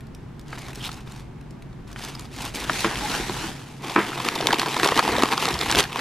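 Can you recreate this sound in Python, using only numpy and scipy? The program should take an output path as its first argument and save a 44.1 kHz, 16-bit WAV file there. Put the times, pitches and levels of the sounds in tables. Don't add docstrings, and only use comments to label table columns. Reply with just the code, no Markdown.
import sys
import numpy as np
from scipy import signal
from scipy.fft import rfft, irfft, next_fast_len
from scipy.io import wavfile

SR = 44100
rng = np.random.default_rng(int(sys.argv[2]) if len(sys.argv) > 2 else 0)


def log_audio(samples):
    frames = np.atleast_2d(samples).T
    limited = np.clip(frames, -1, 1)
    pcm = np.round(limited * 32767).astype(np.int16)
    wavfile.write(sys.argv[1], SR, pcm)


N = 264861
TIME = np.arange(N) / SR

# frequency_hz, level_db
ROOM_COLOUR = [(50, -12.5), (90, -12), (135, 0.5), (178, -8), (242, -8), (302, -15), (377, -14.5),
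               (520, -26), (865, -24.5), (1350, -30), (4500, -43.5), (15000, -60)]
# frequency_hz, level_db
DRAUGHT_COLOUR = [(12, -25), (25, 4), (52, 13.5), (85, 3.5), (130, 12), (250, -54)]
# frequency_hz, level_db
TISSUE_COLOUR = [(88, -30), (150, 2.5), (235, -6), (270, -0.5), (341, -2), (589, -10), (774, -5), (837, -4),
                 (905, -5), (1190, -9.5), (2270, -11), (4950, -17), (11900, -28), (16000, -42)]
# frequency_hz, level_db
WRAPPING_COLOUR = [(88, -39), (150, -2), (334, 5.5), (457, 3), (624, -11), (675, -1.5), (960, 1),
                   (1170, -2.5), (1360, -8.5), (1830, -5.5), (3770, -14.5), (9260, -26), (11900, -27),
                   (14500, -36), (16000, -50)]
# frequency_hz, side_minus_mid_db
ROOM_WIDTH = [(30, -27), (130, -15.5), (400, -2), (2000, -6), (8000, -2)]
BRUSH_WIDTH = [(150, -13), (800, -16), (2400, -48), (4400, -27), (8000, -4.5), (14000, 4)]
TISSUE_WIDTH = [(150, -15), (400, -8), (800, -14), (2400, -10), (4400, -6), (8000, -0.5), (14000, 6)]
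WRAPPING_WIDTH = [(150, -68), (400, -11.5), (800, -36), (2400, -20), (4400, -11.5), (8000, -3.5),
                  (14000, -2.5)]
# low_hz, high_hz
REGISTERS = [(170, 600), (600, 2500), (2500, 16000)]

# time_s, level_db
RUMBLE = [(0, -45), (2.3, -47), (3.45, -45), (3.56, -60), (5.4, -67), (5.7, -39), (6.0, -62)]
# start_s, rise_s, hold_s, level_db
PUFFS = [(2.328, 0.042, 0.52, -46), (2.93, 0.033, 0.51, -41.5)]
# frequency_hz, level_db, t60_s
TABLE_MODES = [(206, 0.5, 0.17), (336, 9.5, 0.063), (394, -1, 0.12), (439, -1.5, 0.13), (825, -3, 0.12),
               (886, -7, .1), (980, 1, 0.08), (1083, -4, 0.08), (1260, 0, .05), (1380, -6, 0.05),
               (1460, -1, 0.06), (1530, -5, 0.05), (1856, -5, 0.05), (2270, -1, .05)]
# start_s, level_db, lowpass_hz
BUMPS = [(2.8455, -19, 3400), (2.852, -21.5, 2200), (2.862, -25.5, 1700), (3.195, -22.5, 450),
         (3.292, -23.5, 610), (3.441, -25, 400), (3.959, -21, 3200), (3.9612, -15, 2420),
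         (3.976, -20, 2000), (3.9795, -19, 2100), (3.987, -20, 2570), (4.003, -27, 2200),
         (4.021, -37, 2200)]
# start_s, pitch_hz, level_db
KNOCKS = [(2.696, 1130, -7), (2.7022, 1070, -24), (2.8448, 1270, -9), (2.8452, 2300, -16),
          (2.8466, 1440, -15.5), (3.9616, 1290, -7.5)]
# start_s, rise_s, hold_s, level_db
SHOVES = [(5.067, 0.021, 0.082, -37.5), (5.503, 0.027, 0.055, -35.5), (5.746, 0.034, 0.021, -31.5)]
# centre_s, half_length_s, pitch_hz, pitch_wander_hz, level_db
RUBS = [(0.811, 0.008, 3170, 300, -35), (0.848, 0.02, 3100, 380, -32.5), (0.851, 0.028, 5400, 400, -42),
        (0.863, 0.018, 3950, 320, -34.5), (2.153, 0.0031, 4900, 110, -34), (3.046, 0.018, 840, 8, -24.5)]
# start_s, rise_s, hold_s, level_db, brightness_db
BRUSHES = [(0.447, 0.084, 0.18, -44, -4), (0.739, 0.014, 0.088, -45, -2.5), (0.793, 0.05, 0.026, -39.5, 0),
           (0.896, 0.021, 0.074, -46, -4), (1.054, 0.014, 0.14, -50.5, -2), (1.863, 0.018, 0.043, -48, -7),
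           (1.944, 0.079, 0.066, -40, -0.5), (2.093, 0.029, 0.14, -48, -3), (2.293, 0.14, 0.039, -36, -0.5),
           (2.534, 0.013, 0.099, -35, -1)]
# time_s, level_db, brightness_db
SWEEP = [(2.69, -33.5, -3.5), (2.8, -33.5, 4), (2.91, -33, -4), (3.0, -34.5, -1.5), (3.15, -29.5, -1.5),
         (3.26, -36, -1), (3.45, -33.5, -2), (3.56, -44, -2.5), (3.8, -54, 0)]
# start_s, pitch_hz, level_db
TICKS = [(0.007, 2500, -32.5), (0.069, 5000, -41), (0.1483, 4330, -31), (0.2304, 5500, -54),
         (0.3948, 3960, -32), (0.413, 6000, -39), (0.4828, 5470, -35), (0.5837, 4800, -28),
         (0.59, 5970, -28), (0.619, 3220, -26.5), (0.6843, 4500, -28), (0.7043, 3800, -33),
         (0.7322, 2500, -27), (0.749, 6500, -32), (0.7562, 5700, -23.5), (0.8071, 3200, -36),
         (0.8249, 5200, -33), (0.841, 4000, -22), (0.8475, 3400, -22), (0.8555, 3570, -25),
         (0.8655, 4000, -19), (0.8765, 3700, -26), (0.9158, 4200, -21.5), (0.929, 5700, -28),
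         (0.9429, 6000, -28), (0.9667, 5000, -40), (1.0072, 4500, -37), (1.1154, 4500, -37),
         (1.1209, 4480, -29), (1.1618, 5500, -33), (1.4112, 3280, -38), (1.508, 5500, -36),
         (1.623, 3280, -33), (1.7295, 4000, -42), (1.8769, 4300, -39), (1.9152, 4500, -34),
         (1.929, 5000, -29), (1.9926, 4500, -29), (2.0171, 4500, -32), (2.0392, 5200, -21),
         (2.048, 5000, -21), (2.151, 4300, -28), (2.1948, 4900, -23), (2.208, 6300, -28),
         (2.254, 4300, -33), (2.3369, 4000, -33), (2.4207, 4400, -22), (2.451, 3600, -17.5),
         (2.548, 4450, -19), (2.5571, 4000, -15), (2.565, 4000, -21), (2.6007, 4440, -20.5),
         (2.7317, 4200, -15), (2.8064, 4200, -14), (3.0379, 4000, -22), (3.0843, 4000, -26),
         (3.4845, 3980, -27), (3.8217, 4000, -32)]
# time_s, level_db, brightness_db
PULL = [(3.81, -44.5, -11), (3.84, -33.5, -2.5), (4.0, -30.5, -2), (4.14, -31, -3.5), (4.64, -28.5, -3),
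        (4.71, -28, -1.5), (4.89, -24.5, -4), (5.01, -38, 7), (5.14, -22.5, -8.5), (5.37, -32, 0.5),
        (5.49, -23.5, -2.5), (5.575, -32, -1.5), (5.65, -28.5, 0), (5.79, -21, -5.5), (5.86, -37, -3),
        (5.91, -37.5, -3.5), (6.0, -22, -7)]
# start_s, rise_s, hold_s, level_db, brightness_db
CRUSHES = [(4.238, 0.01, 0.034, -27, -5.5), (4.41, .015, 0.087, -35.5, -28), (4.505, .006, 0.026, -25, -15),
           (4.576, .01, 0.033, -29, -0.5), (4.824, 0.011, 0.026, -18.5, -4),
           (4.946, 0.023, 0.025, -20, -5.5), (5.028, .012, 0.071, -24.5, -6.5),
           (5.16, 0.014, 0.039, -27.5, -4), (5.302, 0.017, 0.015, -21, -3), (5.388, 0.017, 0.03, -28, 1.5),
           (5.595, 0.0071, 0.031, -26.5, -3.5), (5.69, .01, 0.01, -32, 1), (5.765, 0.024, 0.01, -16.5, 1.5)]
# start_s, pitch_hz, level_db
POPS = [(4.405, 473, -16.5), (4.458, 420, -22), (4.677, 493, -19), (4.86, 402, -15.5), (5.181, 430, -12.5),
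        (5.233, 310, -7), (5.794, 443, -14.5)]
# start_s, facet_hz, facet_db, crack_db, crack_hz
SNAPS = [(0.5288, 1290, -23, -50.0, 2600), (0.5754, 1000.0, -32, -42, 3000),
         (0.6839, 1100.0, -30.5, -44, 4900), (0.8912, 1250, -26, -31, 3400),
         (1.0739, 1200.0, -37.0, -38.5, 3400), (1.961, 1450.0, -27, -33, 2750),
         (2.1513, 1190, -33, -38, 4400), (2.1968, 1200.0, -35, -40.0, 3900), (2.4592, 1310, -31, -29, 3400),
         (2.6224, 1050.0, -28, -36.0, 4100), (2.9565, 1920.0, -26, -23, 3300),
         (2.9725, 1310.0, -45, -28, 3200), (3.097, 1210.0, -28.0, -25, 3800),
         (3.117, 1410.0, -30, -23, 4300), (3.1415, 1590, -20, -30, 3500), (3.296, 970, -21.0, -25.0, 3500),
         (3.8965, 1020, -23.5, -23.5, 3550), (4.0897, 1100.0, -34.0, -27.0, 3380),
         (4.1178, 1190, -23, -36, 3400), (4.131, 1420, -22, -38, 2900), (4.1775, 1210.0, -23.5, -29, 3370),
         (4.2018, 990, -18.5, -22.5, 3300), (4.2498, 1190, -19.5, -25, 4000),
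         (4.2641, 1180, -30, -23, 3200), (4.2869, 1320, -16, -12, 3440), (4.3546, 1000.0, -27.0, -20, 4220),
         (4.3587, 890, -17.0, -20, 2980), (4.3886, 1130.0, -40, -22.5, 3260),
         (4.41, 1142, -29, -18.0, 3700), (4.425, 1090, -21, -29, 4000), (4.4703, 1000, -20, -6.0, 3520),
         (4.4871, 1060.0, -13, -32, 2800), (4.5066, 1700, -11, -22, 3370), (4.5195, 1090, -19, -22, 3900),
         (4.5285, 1100.0, -26, -11.5, 3720), (4.531, 950.0, -7.0, -16.5, 3900),
         (4.5429, 1120.0, -21, -17, 3300), (4.5587, 1100.0, -21, -27.0, 3000),
         (4.5931, 1212, -18.5, -30, 3300), (4.5963, 1520, -18, -12.0, 4000),
         (4.6166, 1200.0, -18, -19, 3300), (4.631, 1060, -15.5, -23, 3300), (4.66, 1010, -14.0, -21, 4100),
         (4.6844, 1200.0, -34, -21, 3500), (4.7272, 1210, -32, -24, 3500),
         (4.7435, 1300.0, -29, -18.5, 3300), (4.766, 1010.0, -11.5, -19, 3600),
         (4.798, 1450.0, -16, -15, 2760), (4.832, 1130, -12.5, -12, 3140), (4.845, 1530, -13, -13.0, 3700),
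         (4.8505, 1290.0, -20.0, -20.0, 3300), (4.8597, 1130, -12, -18, 3200),
         (4.8748, 1300.0, -25, -13, 4500), (4.8883, 1170, -11, -17, 3700),
         (4.9157, 1200.0, -35, -21.0, 3200), (4.9207, 1010.0, -7.5, -35.0, 3200),
         (4.9438, 1205.0, -31, -21.0, 2800), (4.958, 1200.0, -26.0, -20.0, 4080),
         (4.9756, 1070, -16, -12, 4000), (4.9812, 1160, -12.5, -24.0, 3500), (4.9905, 970, -8, -21, 3600),
         (4.9932, 1130, -5.5, -11.5, 3720), (5.027, 960, -15, -24, 3500), (5.0506, 1100.0, -16, -29, 3320),
         (5.0779, 930.0, -11.5, -20, 3800), (5.0914, 1100.0, -15, -30, 3100),
         (5.1189, 1100.0, -27.0, -21.5, 3500), (5.136, 1100.0, -21, -27, 3800),
         (5.1539, 1100.0, -16.0, -28.0, 3300), (5.1656, 1100.0, -19, -17.5, 3950),
         (5.1835, 1100.0, -28, -19, 3900), (5.1922, 1160.0, -20.0, -23, 3000),
         (5.2228, 1140.0, -11, -14.5, 3320), (5.2348, 1110, -9, -12.0, 4100),
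         (5.2562, 1130, -15.5, -21, 3420), (5.2872, 1200.0, -18.5, -21, 3020),
         (5.3255, 1200.0, -27, -21.0, 3800), (5.3342, 1030.0, -13.5, -22, 4000),
         (5.3779, 1150, -13.5, -15.5, 4200), (5.3978, 1200.0, -30, -27, 3900),
         (5.4247, 1100.0, -18, -24.0, 2900), (5.4544, 1170, -14.5, -14, 3800),
         (5.4867, 1320.0, -25, -16, 4340), (5.5409, 1200.0, -29, -19, 4770),
         (5.5541, 985, -19.5, -29, 3400), (5.5903, 1330.0, -27, -19.5, 4600),
         (5.612, 1350, -20, -15.0, 3800), (5.6241, 1090, -20.0, -32, 3500),
         (5.6623, 1110, -19.5, -30, 3500), (5.6972, 980.0, -14, -21.0, 3540),
         (5.7045, 1170, -24, -16, 3400), (5.7138, 1210.0, -33.0, -12, 5500),
         (5.7245, 1520, -17, -12.5, 3100), (5.7497, 1630, -17, -13, 2770),
         (5.7568, 1410.0, -30, -11.5, 3740), (5.7705, 950.0, -14.0, -19.0, 3400),
         (5.7888, 880, -17, -12, 3200), (5.7918, 1100, -34, -31, 3800), (5.798, 1280.0, -33, -11.0, 2850),
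         (5.8052, 950.0, -15.5, -9, 2950), (5.8278, 900.0, -28, -20, 4200),
         (5.8392, 1560, -23.5, -17.5, 3460), (5.8529, 1620, -25, -38.0, 3600),
         (5.9215, 1190.0, -27, -27, 3400), (5.9291, 1290.0, -39, -23.5, 2900),
         (5.9587, 1100, -15, -22.5, 2800), (5.971, 1210.0, -36, -22.0, 3300),
         (5.992, 1400, -19.5, -20.0, 3500)]

CUTOFF_HZ = 15700
ROOM_T60_S = 0.35
NARROW_FROM_S, NARROW_OVER_S, NARROW_BELOW_HZ = 3.52, 0.04, 330
SETTLING_DB, SETTLING_BRIGHT_DB = -60.5, -13.5
TISSUE_FLUTTER_DB, WRAPPING_FLUTTER_DB = -3.5, -6
FLUTTER_TRADE = 0.41
FLAP_HZ = (8.8, 43.3)
MOVE_ATTACK_S = 0.026
BRUSH_RELEASE_S, CRUSH_RELEASE_S, PUFF_RELEASE_S = 0.035, 0.011, 0.043
SHOVE_LOW_HZ, SHOVE_HIGH_HZ, SHOVE_RELEASE_S = 47.6, 142.5, 0.033
RUB_CATCHES_PER_S, RUB_CATCH_SHARE = 240, 0.25
KNOCK_SPREAD, KNOCK_RATTLE_SHARE, KNOCK_RATTLE_S = 1.37, 0.12, 0.0022
POP_DECAY_S, POP_SPREAD = 0.0027, 1.61
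TICK_HZ, TICK_SCATTER_OCT = 4240, 0.77
STRAY_TICK_DB = 15
CRACK_HZ, CRACK_SCATTER_OCT = 3030, 0.43
LESSER_FACET_HZ, LESSER_SCATTER_OCT = 950, 0.27
LESSER_FACET_DB, LESSER_CRACK_DB, LESSER_SPREAD_DB = 4.5, -1.5, 3
OVERTONE_RATIO, OVERTONE_CYCLES = 1.54, 0.56
CRACK_S, CRACK_SPREAD, JUMP_SHARE = 0.0021, 1.24, 0.26
TYPICAL_CRACK_DB, HARDNESS_DOUBLES_DB = -27, 28


def from_db(db):
    return 10 ** (np.asarray(db) / 20)


def rms_one(x):
    return x / np.sqrt(np.mean(x ** 2) + 1e-20)


def butter(x, hz, kind, order=2):
    corners = np.clip(hz, 10, 0.48 * SR)
    return signal.sosfilt(signal.butter(order, corners, kind, fs=SR, output="sos"), x)


def gain_at(points, hz):
    f, db = np.transpose(points)
    return from_db(np.interp(np.log(hz + 1), np.log(f), db))


def tint(x, colour):
    padded = next_fast_len(x.shape[-1] + 2048)
    hz = np.arange(padded // 2 + 1) * SR / padded
    return irfft(rfft(x, padded) * gain_at(colour, hz), padded)[..., :x.shape[-1]]


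def stereo_noise(width, size=N):
    mid, side = rng.standard_normal((2, size))
    side = tint(side, width)
    return np.array([mid + side, mid - side])


def at_ports(x, lead_us, scatter_us):
    lead_s = (lead_us + scatter_us * rng.standard_normal()) * 1e-6
    hz = np.arange(len(x) // 2 + 1) * SR / len(x)
    return np.array([x, irfft(rfft(x) * np.exp(-2j * np.pi * hz * lead_s), len(x))])


def add(out, s, sound):
    start = int(np.clip(round(s * SR), 0, N - 1))
    out[..., start:start + sound.shape[-1]] += sound[..., :N - start]


def burst(x, db):
    return x * from_db(db) * np.sqrt(0.002 * SR / np.sum(x ** 2))


def gesture(s, rise_s, hold_s, release_s):
    out = np.zeros(N)
    t = np.arange(int((rise_s + abs(hold_s) + 10 * release_s) * SR)) / SR
    release = np.exp(-np.maximum(t - rise_s - hold_s, 0) / release_s)
    add(out, s, np.minimum(t / rise_s, 1) * release)
    return out


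def crackle(per_s, spread_db, decay_s):
    born = rng.random(N) < per_s / SR
    power = born * from_db(spread_db * np.minimum(rng.exponential(1, N), 3.5)) ** 2
    power = signal.lfilter([1], [1, -np.exp(-2 / (decay_s * SR))], power + 1e-12)
    return power / power.mean()


def room_tone(rumble_db, hum_db, hum_hz, hum_width_hz):
    rumble = rms_one(tint(stereo_noise(ROOM_WIDTH), ROOM_COLOUR))
    band = [hum_hz - hum_width_hz / 2, hum_hz + hum_width_hz / 2]
    hum = butter(rng.standard_normal(N + SR), band, "band", order=1)[SR:]
    return from_db(rumble_db) * rumble + from_db(hum_db) * rms_one(hum)


def draught(gain_db):
    power = from_db(np.interp(TIME, *np.transpose(RUMBLE))) ** 2
    for s, rise_s, hold_s, db in PUFFS:
        power += (from_db(db) * gesture(s, rise_s, hold_s, PUFF_RELEASE_S)) ** 2
    pressure = rms_one(tint(rng.standard_normal(N), DRAUGHT_COLOUR))
    return from_db(gain_db) * np.sqrt(power) * pressure


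def room(x, early_db, early_s, late_db, t60):
    t = np.arange(SR // 2) / SR
    wall_colour = [(100, -17), (1000, -8.0), (4000, -5.5), (14000, -4.0)]
    walls = rms_one(tint(stereo_noise(ROOM_WIDTH, size=len(t)), wall_colour))
    early = np.exp(-t / early_s) * (t > 0.0015)
    late = from_db(-60 * t / t60) * (t > 0.007)
    early = from_db(early_db) * early / np.linalg.norm(early)
    late = from_db(late_db) * late / np.linalg.norm(late)
    return signal.fftconvolve(x, walls * (early + late), axes=1)[:, :N]


def narrow_bass(x):
    side = (x[0] - x[1]) / 2
    deep_side = side - tint(side, [(NARROW_BELOW_HZ / 4, -24), (NARROW_BELOW_HZ, 0)])
    amount = np.clip((TIME - NARROW_FROM_S) / NARROW_OVER_S, 0, 1)
    return x - deep_side * amount * [[1], [-1]]


def bumps(ring_db, thud_db, thud_s, crunch_db, crunch_s):
    out, t = np.zeros(N), np.arange(SR // 2) / SR
    hz, mode_db, t60 = np.transpose(TABLE_MODES)[:, :, None]
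    for s, db, soft_hz in BUMPS:
        strengths = from_db(mode_db + rng.normal(0, 1.0, hz.shape)) * rng.choice([-1, 1], hz.shape)
        ring = np.sum(strengths * np.sin(2 * np.pi * hz * t) * from_db(-60 * t / t60), axis=0)
        thud = butter(rng.standard_normal(len(t)) * np.exp(-t / thud_s), [230, 3000], "band")
        crunch = butter(rng.standard_normal(len(t)) * np.exp(-t / crunch_s), [850, 2600], "band")
        hit = from_db(ring_db) * ring + burst(thud, thud_db) + burst(crunch, crunch_db)
        add(out, s, from_db(db) * butter(hit, soft_hz, "low", order=3))
    return butter(out, 174, "high") * np.ones((2, 1))


def give_way(low_hz, high_hz, decay_s, jump_share):
    t = np.arange(1024) / SR
    slips = rng.standard_normal(len(t)) * np.exp(-t / decay_s) * (1 - np.exp(-t / 0.00023))
    jump = (t == 0) * rng.choice([-1., 1.])
    share = np.clip(jump_share, 0, 0.9)
    jump, slips = butter(np.array([jump, slips]), [low_hz, high_hz], "band")
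    return np.sqrt(share) * rms_one(jump) + np.sqrt(1 - share) * rms_one(slips)


def knocks(gain_db):
    out = np.zeros((2, N))
    for s, hz, db in KNOCKS:
        low_hz, high_hz = hz / KNOCK_SPREAD, hz * KNOCK_SPREAD
        knock = give_way(low_hz, high_hz, KNOCK_RATTLE_S, KNOCK_RATTLE_SHARE)
        add(out, s, at_ports(burst(knock, db + gain_db), lead_us=38, scatter_us=3.5))
    return out


def shoves():
    level = sum(from_db(db) * gesture(s, rise_s, hold_s, SHOVE_RELEASE_S)
                for s, rise_s, hold_s, db in SHOVES)
    return level * rms_one(butter(rng.standard_normal(N), [SHOVE_LOW_HZ, SHOVE_HIGH_HZ], "band"))


def rubs():
    out, t = np.zeros(N), np.arange(-SR // 10, SR // 10) / SR
    for s, length_s, hz, wander_hz, db in RUBS:
        pitch = hz + wander_hz * rms_one(butter(rng.standard_normal(len(t)), 510, "low"))
        tone = np.sin(2 * np.pi * np.cumsum(pitch) / SR)
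        add(out, s + t[0], from_db(db) * np.exp(-(t / length_s) ** 2) * tone)
    share = np.clip(RUB_CATCH_SHARE, 0, 1)
    catches = crackle(RUB_CATCHES_PER_S, spread_db=-3.0, decay_s=0.0055)
    return out * np.sqrt(1 - share + share * catches)


def register_gains(db, bright_db, flutter_db):
    flutter = db + flutter_db - FLUTTER_TRADE * bright_db
    return from_db([flutter, db, db + bright_db]).reshape(3, -1)


def long_movement(curve, release_s, flutter_db):
    s, db, bright_db = np.transpose(curve)
    moving = gesture(s[0] - MOVE_ATTACK_S, MOVE_ATTACK_S, s[-1] - s[0], release_s)
    gains = register_gains(np.interp(TIME, s, db), np.interp(TIME, s, bright_db), flutter_db)
    return (gains * moving) ** 2


def short_movements(gestures, release_s, flutter_db):
    shapes = np.array([gesture(start, rise_s, hold_s, release_s)
                       for start, rise_s, hold_s, _, _ in gestures])
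    *_, db, bright_db = np.transpose(gestures)
    return register_gains(db, bright_db, flutter_db) ** 2 @ shapes ** 2


def moving_sheet(x, bounce, near_s, far_s):
    folds = rng.uniform(near_s, far_s, size=70)
    lag = np.interp(TIME, np.linspace(0, TIME[-1], len(folds)), folds)
    index = np.clip(np.round((TIME - lag) * SR).astype(int), 0, N - 1)
    return x + bounce * x[:, index]


def facets(count, spread_db, cycles):
    when, size, pitch, place = rng.random((count, 4)).T[:, :, None]
    step = np.arange(512)
    t = step / SR
    hz = np.geomspace(800, 12000, 1000)[(pitch * 1000).astype(int)]
    fade = np.exp(-t * hz / cycles) * (1 - step / len(step))
    swing = hz * from_db(-spread_db * np.log(size + 0.022)) * fade
    at = ((when * (N - len(step))).astype(int) + step).ravel()
    lag = 0.00001 + 0.00008 * (place - 0.5)
    return rms_one(np.array([np.bincount(at, (swing * np.sin(2 * np.pi * hz * (t - d))).ravel(), N)
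                             for d in (0, lag)]))


def fibre_clicks(per_s, spread_db):
    sizes = from_db(spread_db * np.minimum(rng.exponential(1, N), 3)) * rng.choice([-1, 1], N)
    clicks = rms_one(sizes * (rng.random(N) < per_s / SR))
    return np.array([clicks, np.interp(TIME - 0.00002, TIME, clicks)])


def rustle(powers, colour, width, gains_db, per_s, spread_db, decay_s, sliding, ringing, clicking, flap_db):
    noise = moving_sheet(rms_one(stereo_noise(width)), bounce=0.37, near_s=0.0003, far_s=0.0009)
    rings = ringing * facets(count=1500, spread_db=2.0, cycles=4.7)
    rings = rings + clicking * fibre_clicks(per_s=600, spread_db=3.5)
    shared = crackle(per_s, spread_db, decay_s)
    sliding, out = np.clip(sliding, 0, 1), 0
    for k, (band, power, gain_db) in enumerate(zip(REGISTERS, powers, gains_db)):
        own = crackle(per_s * 2. ** (k - 2), spread_db, decay_s * 2. 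** (1 - k))
        flap = from_db(flap_db * rms_one(butter(rng.standard_normal(N), FLAP_HZ, "band")))
        gate = np.sqrt(sliding + (1 - sliding) * (shared + own) / 2)
        grains = tint(noise * gate + rings, colour)
        grains = flap * butter(grains, band, "band", order=3)
        out = out + grains / grains.mean(axis=0).std() * np.sqrt(power) * from_db(gain_db)
    return out


def bounced(x, share, near_s, far_s):
    lag = max(int(rng.uniform(near_s, far_s) * SR), 1)
    return x + share * np.concatenate([np.zeros(lag), x[:-lag]])


def crack(hz, decay_s, spread, air_db, jump_share):
    spread = max(spread, 1.05)
    body = give_way(hz / spread ** 1.36, hz * spread ** 0.74, decay_s, jump_share)
    return body + from_db(air_db) * give_way(hz * 0.1, 12000, decay_s, jump_share)


def stray_ticks(count):
    rows = []
    for s, rise_s, hold_s, db, bright_db in BRUSHES:
        after = (rise_s + hold_s) * (np.arange(count) + rng.random(count)) / count
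        built_db = 20 * np.log10(np.clip(after / rise_s, 0.01, 1))
        hz = TICK_HZ * 2 ** (TICK_SCATTER_OCT * rng.standard_normal(count))
        rows += zip(s + after, hz, db + bright_db + built_db + STRAY_TICK_DB)
    return rows


def ticks(gain_db):
    out = np.zeros((2, N))
    for s, hz, db in [*TICKS, *stray_ticks(count=3)]:
        tick = crack(hz, decay_s=0.0026, spread=1.39, air_db=-1.5, jump_share=0.33)
        tick = bounced(tick, share=0.47, near_s=0.00027, far_s=0.0009)
        add(out, s, at_ports(burst(tick, db + gain_db), lead_us=7.1, scatter_us=15.0))
    return out


def pops(gain_db):
    out, t = np.zeros(N), np.arange(2048) / SR
    spread = max(POP_SPREAD, 1.05)
    for s, hz, db in POPS:
        flip = rng.standard_normal(len(t)) * np.exp(-t / POP_DECAY_S)
        add(out, s, burst(butter(flip, [hz / spread, hz * spread], "band"), db + gain_db))
    return out


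def lesser_snaps(count):
    s, db, _ = np.transpose(PULL)
    when = s[0] + (s[-1] - s[0]) * (np.arange(count) + rng.random(count)) / count
    pitch, low, high, edge = rng.standard_normal((count, 4)).T
    pull_db = np.interp(when, s, db)
    facet_hz = LESSER_FACET_HZ * 2 ** (LESSER_SCATTER_OCT * pitch)
    facet_db = pull_db + LESSER_FACET_DB + LESSER_SPREAD_DB * low
    crack_db = pull_db + LESSER_CRACK_DB + LESSER_SPREAD_DB * high
    crack_hz = CRACK_HZ * 2 ** (CRACK_SCATTER_OCT * edge)
    return np.transpose([when, facet_hz, facet_db, crack_db, crack_hz])


def snaps(facet_db, crack_db, cycles, flutter, overtone):
    out, t = np.zeros((2, N)), np.arange(1024) / SR
    for s, facet_hz, low_db, high_db, crack_hz in [*SNAPS, *lesser_snaps(count=30)]:
        turns = t * facet_hz
        first = np.sin(2 * np.pi * turns) * np.exp(-turns / cycles)
        second = np.sin(2 * np.pi * OVERTONE_RATIO * turns) * np.exp(-turns / OVERTONE_CYCLES)
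        swing = (first + overtone * second) * (1 - np.exp(-t / 0.00008)) * rng.choice([-1, 1])
        shake = rng.standard_normal(len(t)) * np.exp(-t / 0.0052)
        shake = butter(shake, [facet_hz / 2.12, facet_hz * 1.33], "band")
        facet = burst(burst(swing, 0) + flutter * burst(shake, 0), low_db + facet_db)
        hardness = 2 ** np.clip((high_db - TYPICAL_CRACK_DB) / HARDNESS_DOUBLES_DB, -0.5, 2)
        edge = crack(crack_hz, decay_s=CRACK_S / hardness ** 1.1, spread=CRACK_SPREAD * hardness ** 0.35,
                     air_db=-10, jump_share=JUMP_SHARE * hardness ** 2)
        edge = burst(bounced(edge, share=0.3, near_s=0.0005, far_s=0.0012), high_db + crack_db)
        add(out, s, at_ports(facet + edge, lead_us=19.3, scatter_us=6.7))
    return out - 0.5 * butter(out, [510, 690], "band", order=1)


def scene():
    settling = register_gains(SETTLING_DB, SETTLING_BRIGHT_DB, TISSUE_FLUTTER_DB) ** 2
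    brushing = short_movements(BRUSHES, BRUSH_RELEASE_S, TISSUE_FLUTTER_DB)
    sweeping = long_movement(SWEEP, BRUSH_RELEASE_S, TISSUE_FLUTTER_DB)
    pulling = long_movement(PULL, CRUSH_RELEASE_S, WRAPPING_FLUTTER_DB)
    crushing = short_movements(CRUSHES, CRUSH_RELEASE_S, WRAPPING_FLUTTER_DB)
    fingers = rustle(settling + brushing, TISSUE_COLOUR, BRUSH_WIDTH, gains_db=(-0.3, -0.3, -0.3),
                     per_s=450, spread_db=3.0, decay_s=0.0042,
                     sliding=0.11, ringing=0.12, clicking=0.53, flap_db=0.5)
    tissue = rustle(sweeping, TISSUE_COLOUR, TISSUE_WIDTH, gains_db=(0.1, 0.1, 0.1),
                    per_s=680, spread_db=2.0, decay_s=0.0036,
                    sliding=0.55, ringing=0.11, clicking=0.41, flap_db=0.77)
    wrapping = rustle(pulling + crushing, WRAPPING_COLOUR, WRAPPING_WIDTH, gains_db=(-1.6, -3.7, -3.2),
                      per_s=480, spread_db=4.5, decay_s=0.0058,
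                      sliding=0.26, ringing=0.21, clicking=0.68, flap_db=0.5)
    creases = snaps(facet_db=-1.8, crack_db=-3.2, cycles=2.8, flutter=0.89, overtone=0.5)
    creases = creases + ticks(gain_db=-10)
    table = knocks(gain_db=-3.8)
    table = table + bumps(ring_db=-6.5, thud_db=0.5, thud_s=0.0091, crunch_db=2.0, crunch_s=0.043)
    panels = pops(gain_db=-1.0) * from_db([[0.9], [-0.9]])
    close = creases + table + rubs() + panels + shoves()
    echoes = room(close, early_db=-16.5, early_s=0.017, late_db=-16.5, t60=ROOM_T60_S)
    air = room_tone(rumble_db=-40.5, hum_db=-51.5, hum_hz=132.9, hum_width_hz=2.6)
    air = air + draught(gain_db=1.5)
    return narrow_bass(fingers + tissue + wrapping + close + echoes + air)


def record(dry):
    heard = np.clip(butter(dry, 14400, "low", order=4), -1, 1)
    return signal.sosfilt(signal.ellip(10, 0.1, 90, CUTOFF_HZ, fs=SR, output="sos"), heard)


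dry = scene()
out = record(dry)
log_audio(out)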